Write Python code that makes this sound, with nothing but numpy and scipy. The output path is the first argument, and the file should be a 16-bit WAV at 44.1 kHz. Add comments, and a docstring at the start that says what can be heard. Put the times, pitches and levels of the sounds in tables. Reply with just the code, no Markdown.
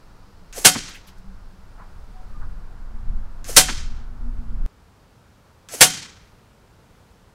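"""Air rifle at an outdoor range

Three shots overload the input. In each, the action ticks, scrapes, whirs and chirps (noise and a falling sine),
the muzzle blasts (shaped noise with nearby reflections), the rifle rings (decaying sines) and the range echoes.
Noise bursts are pellet strikes and knocks. A splice with a soft click cuts off the buffeting and hooting wind
before the third shot; a distant wash and still air (shaped noise), a high sizzle and two faint tones lie behind."""
import sys
import numpy as np
from scipy import signal
from scipy.fft import rfft, irfft, next_fast_len
from scipy.io import wavfile
from scipy.ndimage import map_coordinates

SR = 44100
rng = np.random.default_rng(int(sys.argv[2]) if len(sys.argv) > 2 else 0)


def master_out(mix):
    """Clip the mix to full scale and print it as 16-bit PCM to the path in sys.argv[1]."""
    frames = np.transpose(np.atleast_2d(mix))
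    ceiling = np.clip(frames, -1, 1)
    pcm = np.round(ceiling * 32767).astype(np.int16)
    wavfile.write(sys.argv[1], SR, pcm)


N = 323694

# Spectra of noise, scaled to rms 1 in use. Each row: frequency in Hz, relative density in dB per Hz.
STILL_SPECTRUM = [(12, -30.5), (20, -7), (64, -4.5), (101, -3.5), (137, -10), (175, -10), (333, -20),
                  (439, -16), (811, -25.5), (906, -21.5), (1100, -30.5), (2330, -30), (7310, -37.5),
                  (15500, -46)]
WASH_SPECTRUM = [(100, -18.5), (300, 3.5), (420, -4.5), (560, -1.5), (900, 2), (1450, 0.5), (2000, -11),
                 (3500, -27.5), (8000, -59)]
BUFFET_SPECTRUM = [(10, -3), (25, 2.5), (40, -9), (60, -14), (100, -23.5), (170, -31), (300, -42.5),
                   (700, -64), (2000, -100)]
ECHO_SPECTRUM = [(60, -9), (160, 0.5), (400, -11.5), (700, -15.5), (1400, -3.5), (3000, -2), (6000, 5),
                 (8000, 2), (11000, -4.5), (15500, -17.5)]
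SCRAPE_SPECTRUM = [(200, -12), (900, -6.5), (1600, 1), (2700, -0.5), (3800, -7.5), (6500, 2), (8200, -3),
                   (9500, -14), (15500, -22)]
WHIR_SPECTRUM = [(100, -6), (300, 0.5), (700, 2.5), (1000, -5), (2500, -4.5), (3300, -7.5), (6200, 1.5),
                 (8500, -1), (11000, -1), (15500, -14.5)]
MUZZLE_SPECTRUM = [(30, -17), (90, -10.5), (200, -3.5), (350, -9), (550, -2), (1000, -6.5), (1500, -2),
                   (3000, -2), (5000, -0.5), (7500, 0), (10000, -0.5), (12500, -9.5), (15500, -18.5)]
# Faint far-off tones. Each row: start in seconds, pitch in Hz, level in dB, hold in seconds.
FAR_TONES = [(2.135, 745, -50.5, 0.075), (2.34, 1210, -47, 0.024)]
# Gusts on top of the breeze. Each row: centre in seconds, extra buffeting in dB, extra hoot in dB.
GUSTS = [(.6, 5, 0), (1.33, 9, 11.5), (1.98, 6.5, -1), (2.45, 13, 1.5), (3.1, 10.5, 6), (3.62, 7, 0),
         (3.88, 6.5, 0), (4.3, 6, 10.5), (4.6, 9, 6.5)]
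# Pellet strikes, scattering bits and small knocks. Each row: start in seconds, mean level in dB,
# centre in Hz, width in octaves, hold in seconds, T60 in seconds.
KNOCKS = [(0.748, -27.5, 1100, 0.85, 0.014, 0.061), (0.889, -54.5, 11000, .3, 0.007, 0.071),
          (0.93, -55.5, 9000, 0.64, .03, .12), (0.941, -42, 2300, 0.41, 0.015, 0.11),
          (1.066, -50, 3100, 0.92, 0.022, .12), (1.069, -54, 11500, 0.31, 0.011, .1),
          (1.17, -62.5, 5000, 1.1, .015, 0.12), (1.776, -46, 1000, 0.54, 0.03, 0.31),
          (2.41, -47, 1230, .35, 0.014, 0.17), (3.68, -24.5, 1520, 0.8, 0.02, 0.043)]
# Backstop booms after a strike. Each row: start in seconds, level in dB.
BOOMS = [(0.753, -28), (3.688, -33)]
# Swells from the banks and the far end. Each row: delay in seconds, spread in seconds, gain in dB.
ECHO_SWELLS = [(.15, .024, 2.5), (.22, 0.022, 3.5), (.275, 0.046, 2.5), (.42, .04, 2.5)]
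# Decay of the range echo. Each row: frequency in Hz, T60 in seconds.
ECHO_T60 = [(150, 0.89), (1500, 0.83), (4000, .66), (7000, .52), (10000, .4), (15000, 0.32)]
# Modes of the rifle. Each row: frequency in Hz, mean level in dB before the shot's ring gain, T60 in seconds.
RIFLE_MODES = [(160.2, -26.5, 0.46), (200, -26.5, .25), (284, -30, 0.48), (555, -23, .13), (745, -13, 0.2),
               (915, -21, 0.18), (1270, -20, .11), (1467, -21.5, .28), (2100, -22, .25), (3150, -23.5, .5),
               (4330, -20.5, .12), (5690, -24.5, .28), (6998, -17.5, .16), (9800, -17.5, .11)]
# Shots. Each row: muzzle crack in seconds, mean blast gain in dB, low thump in dB, ring gain in dB.
SHOTS = [(0.6484, -2, -21.5, -1), (3.5649, -0.5, -27.5, -1.5), (5.8086, -0.5, -22.5, -0.5)]

SPLICE_S = 4.6623
FRESHEN_AT_S, FRESHEN_S = 2.2, 1.1  # midpoint of the rise, time either side
LIGHT_BUFFET_DB, FRESH_BUFFET_DB = -46.5, -31
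GUST_S = 0.16  # half the length of a gust
HOOT_HZ, HOOT_RISE_HZ = 180, 45.3  # in a light breeze, rise when fresh
HOOT_DB, HOOT_RISE_DB = -61, 6.5
WASH_DB, WASH_RISE_DB, LATE_WASH_DB = -58.5, 4.5, -61.5  # light, rise when fresh, after the splice
SIZZLE_DB, SIZZLE_SINK_DB_PER_S = -69, 1.45
WHIR_LEAD_S, WHIR_SWELL_S = 0.064, 0.015  # peak ahead of the crack, duration of the swell
WHIR_PEAK_DB, WHIR_RUN_DB = -31.5, -37.5
# Air blast levels, before the shot's blast gain
RISE_DB, RISE_S = -20, 0.0034
CRACK_DB, CRACK_T60_S = 1, 0.011
DISCHARGE_DB, DISCHARGE_T60_S = 1, 0.13
DISCHARGE_DELAY_S, DISCHARGE_ATTACK_S, DISCHARGE_HOLD_S = 0.003, 0.00041, 0.009
TOP_HZ = 15800

TIME_S = np.arange(N) / SR
LEAD = SR // 4  # samples ahead of an event's age zero
AGE_S = (np.arange(SR + LEAD) - LEAD) / SR


def amp(db):
    """Decibels to gain."""
    return 10 ** (np.asarray(db) / 20)


def along(points, hz):
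    """Interpolate (Hz, value) points on a log frequency axis."""
    points_hz, values = np.transpose(points)
    return np.interp(np.log(hz + 1), np.log(points_hz), values)


def wobble(rate_hz, size):
    """Smooth random curve with rate_hz knots a second."""
    knots = rng.standard_normal(int(size * rate_hz / SR) + 4)
    return map_coordinates(knots, [np.arange(size) * rate_hz / SR])


def noise(shape_db, size):
    """Noise of rms 1, coloured by a function of frequency."""
    padded = next_fast_len(size)
    spectrum = rfft(rng.standard_normal(padded))
    shaped = irfft(spectrum * amp(shape_db(np.fft.rfftfreq(padded, 1 / SR))), padded)[:size]
    return shaped / np.std(shaped)


def coloured(spectrum, size=len(AGE_S)):
    """Noise with a tabled spectrum."""
    return noise(lambda hz: along(spectrum, hz), size)


def band(centre_hz, octaves, size=len(AGE_S)):
    """Noise in one bell-shaped band; power falls to 1/e at the given octaves off centre."""
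    def bell_db(hz):
        return -10 * np.log10(np.e) * (np.log2((hz + 1) / centre_hz) / octaves) ** 2
    return noise(bell_db, size)


def fade(t60_s, attack_s, hold_s=0, delay_s=0):
    """Envelope: wait, rise exponentially, hold, then die away."""
    age_s = np.maximum(AGE_S - delay_s, 0)
    rise = 1 - np.exp(-age_s / attack_s)
    return rise * amp(-60 * np.maximum(age_s - hold_s, 0) / t60_s)


def add(track, start_s, sound):
    """Mix an event into the track, its age zero at start_s."""
    index = round(start_s * SR) - LEAD + np.arange(len(sound))
    inside = (index >= 0) & (index < N)
    track[index[inside]] += sound[inside]


def breeze():
    """Strength of the breeze, rising smoothly from 0 (light) towards 1 (fresh)."""
    return (1 + np.tanh((TIME_S - FRESHEN_AT_S) / FRESHEN_S)) / 2


def outdoors(still_db=-53, opposed_db=-80, hiss_db=-81):
    """Still air and a distant wash, effectively mono, over separate faint hiss in each channel."""
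    still = amp(still_db + 0.81 * wobble(3, N)) * coloured(STILL_SPECTRUM, N)
    wash_db = np.where(TIME_S < SPLICE_S, WASH_DB + WASH_RISE_DB * breeze(), LATE_WASH_DB)
    wash = amp(wash_db + 0.61 * wobble(8, N)) * coloured(WASH_SPECTRUM, N)
    opposed = amp(opposed_db) * coloured(STILL_SPECTRUM, N)  # very faint, of opposite sign in the channels
    hiss = amp(hiss_db) * rng.standard_normal((2, N))
    return still + wash + np.array([opposed, -opposed]) + hiss


def sizzle(centre_hz=4600, octaves=0.27):
    """Narrow, high band of noise that slowly sinks away."""
    return amp(SIZZLE_DB - SIZZLE_SINK_DB_PER_S * TIME_S) * band(centre_hz, octaves, N)


def far_tones():
    """Two brief, faint sines in the distance."""
    track = np.zeros(N)
    for start_s, hz, db, hold_s in FAR_TONES:
        envelope = amp(db) * fade(t60_s=0.13, attack_s=0.0087, hold_s=hold_s)
        add(track, start_s, envelope * np.sin(2 * np.pi * hz * AGE_S))
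    return track


def gusts():
    """Gains in dB that bell-shaped gusts add to the buffeting and to the hoot."""
    centre_s, buffet_db, hoot_db = np.transpose(GUSTS)
    swells = np.exp(-((TIME_S[:, None] - centre_s) / GUST_S) ** 2)
    return swells @ buffet_db, swells @ hoot_db


def wind(hoot_width_hz=28, steady=0.62, wander_hz=6, click_db=-25, click_rise_s=0.002):
    """Low noise buffets the microphone and a wandering narrow band hoots; a clicking splice cuts both off."""
    fresh = breeze()
    gust_buffet_db, gust_hoot_db = gusts()
    buffet_db = LIGHT_BUFFET_DB + (FRESH_BUFFET_DB - LIGHT_BUFFET_DB) * fresh + gust_buffet_db
    buffet = amp(buffet_db) * coloured(BUFFET_SPECTRUM, N)

    pitch_hz = HOOT_HZ + HOOT_RISE_HZ * fresh + wander_hz * wobble(4, N)
    phase = 2 * np.pi * np.cumsum(pitch_hz) / SR
    # random quadrature parts widen the tone into a band
    in_phase = steady + wobble(hoot_width_hz, N) / 2
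    swing = in_phase * np.cos(phase) + wobble(hoot_width_hz, N) * np.sin(phase)
    hoot = amp(HOOT_DB + HOOT_RISE_DB * fresh + gust_hoot_db) * swing

    remaining_s = np.maximum(SPLICE_S - TIME_S, 0)
    # rises within milliseconds, then drops in one step at the cut
    splice_click = np.exp(-remaining_s / click_rise_s)
    return (remaining_s > 0) * ((buffet + hoot) * (1 - splice_click) + amp(click_db) * splice_click)


def downrange():
    """Strikes and knocks are short, grainy noise bursts; the backstop booms under the hardest."""
    track = np.zeros(N)
    for start_s, db, hz, octaves, hold_s, t60_s in KNOCKS:
        grain = amp(db + 1.5 * wobble(300.5, len(AGE_S)))
        add(track, start_s, grain * fade(t60_s, hold_s / 3, hold_s) * band(hz, octaves))
    for start_s, db in BOOMS:
        envelope = amp(db) * fade(t60_s=0.12, attack_s=0.0029, hold_s=0.015)
        add(track, start_s, envelope * band(203, 0.76))
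    return track


def echo(level_db=-19, build_s=0.032):
    """Sound scattered by the range: decay depends on frequency, and far surfaces send back swells."""
    hz, frame_s, frames = signal.stft(coloured(ECHO_SPECTRUM), SR, nperseg=256)
    frame_age_s = np.maximum(frame_s - LEAD / SR, 0)
    decay = np.exp(-np.log(1000) * frame_age_s / along(ECHO_T60, hz)[:, None])
    tail = signal.istft(frames * decay, SR, nperseg=256)[1][:len(AGE_S)]
    swell_db = sum(db * np.exp(-((AGE_S - delay_s) / spread_s) ** 2)
                   for delay_s, spread_s, db in ECHO_SWELLS)
    build = 1 - np.exp(-np.maximum(AGE_S, 0) / build_s)
    return tail * build * amp(level_db + swell_db + 1.6 * wobble(110, len(AGE_S)))


def nearby(share_db=-4):
    """Impulse response: direct sound plus dense, decaying reflections from bench and shelter."""
    delay_s = np.arange(SR // 12) / SR
    reflections = rng.standard_normal(len(delay_s)) * (delay_s > 0.004) * amp(-60 * delay_s / 0.16)
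    return (delay_s == 0) + amp(share_db) * reflections / np.linalg.norm(reflections)


def reflected_noise(spectrum, walls):
    """Noise of rms 1, coloured by the nearby surfaces."""
    reflected = signal.fftconvolve(coloured(spectrum), walls)[:len(AGE_S)]
    return reflected / np.std(reflected)


def ring(blur_rad=0.33):
    """Rifle modes as decaying sines, at slightly new strengths and random phases each time."""
    total = np.zeros(len(AGE_S))
    for hz, db, t60_s in RIFLE_MODES:
        phase = 2 * np.pi * (hz * AGE_S + rng.random()) + blur_rad * wobble(50, len(AGE_S))
        total += amp(db + rng.normal(0, 1)) * fade(t60_s, attack_s=0.005) * np.sin(phase)
    return total


def chirp(lead_s=0.0655, mid_hz=490, fall_hz_per_s=19000, spread_s=0.0053, level_db=-29.5):
    """Short sine that slides down as the action travels."""
    offset_s = AGE_S + lead_s
    pitch_hz = np.clip(mid_hz - fall_hz_per_s * offset_s, 250, 760)
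    envelope = amp(level_db) / np.cosh(np.clip(offset_s / spread_s, -20, 20))
    return envelope * np.sin(2 * np.pi * np.cumsum(pitch_hz) / SR)


def action(walls, tick_lead_s=0.1212, tick_db=-35.0, tick_t60_s=0.0097, scrape_db=-42, scrape_t60_s=0.6):
    """The trigger ticks, then the moving parts scrape, and whir until the crack."""
    since_s = AGE_S + tick_lead_s

    def dying(t60_s):
        return (since_s > 0) * np.exp(-np.log(1000) * np.abs(since_s) / t60_s)

    tick = amp(tick_db) * dying(tick_t60_s) * band(4500, 0.83)
    scrape = amp(scrape_db) * dying(scrape_t60_s) * reflected_noise(SCRAPE_SPECTRUM, walls)
    swell = amp(WHIR_PEAK_DB) / np.cosh((AGE_S + WHIR_LEAD_S) / WHIR_SWELL_S)
    run = amp(WHIR_RUN_DB) * (AGE_S > -WHIR_LEAD_S)
    whir_level = np.maximum(swell, run) * (since_s > 0) * (AGE_S < 0)
    whir = whir_level * reflected_noise(WHIR_SPECTRUM, walls) * amp(1.1 * wobble(250, len(AGE_S)))
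    return tick + scrape + whir


def air_blast():
    """Envelope of the muzzle noise: a brief rise into the crack, the crack, then the main discharge."""
    rise = amp(RISE_DB) * np.exp(-np.abs(AGE_S) / RISE_S) * (AGE_S < 0)
    crack = amp(CRACK_DB) * fade(CRACK_T60_S, attack_s=0.00015)
    discharge = amp(DISCHARGE_DB) * fade(
        DISCHARGE_T60_S, DISCHARGE_ATTACK_S, DISCHARGE_HOLD_S, DISCHARGE_DELAY_S)
    return rise + crack + discharge


def rifle():
    """Each shot sums action, air blast, low thump, ringing and echo; all share the same reflections."""
    track = np.zeros(N)
    walls = nearby()
    for crack_s, blast_db, thump_db, ring_db in SHOTS:
        blast_gain = amp(blast_db + 0.9 * wobble(400, len(AGE_S)))
        blast = blast_gain * air_blast() * reflected_noise(MUZZLE_SPECTRUM, walls)
        thump = amp(thump_db) * fade(t60_s=0.12, attack_s=0.0014) * band(140, 0.37)
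        ringing = amp(ring_db) * ring()
        add(track, crack_s, action(walls) + chirp() + blast + thump + ringing + echo())
    return track


def scene():
    """Sum of all layers; every source but the outdoor background is identical in both channels."""
    return outdoors() + sizzle() + far_tones() + wind() + downrange() + rifle()


def record(dry, ceiling=0.92, hardness=8):
    """The input saturates towards its ceiling, then a low-pass sets the band limit."""
    clipped = dry / (1 + np.abs(dry / ceiling) ** hardness) ** (1 / hardness)
    low_pass = signal.firwin(401, TOP_HZ, fs=SR, window="blackman")
    return signal.fftconvolve(clipped, low_pass[None], mode="same", axes=1)


dry = scene()
out = record(dry)
master_out(out)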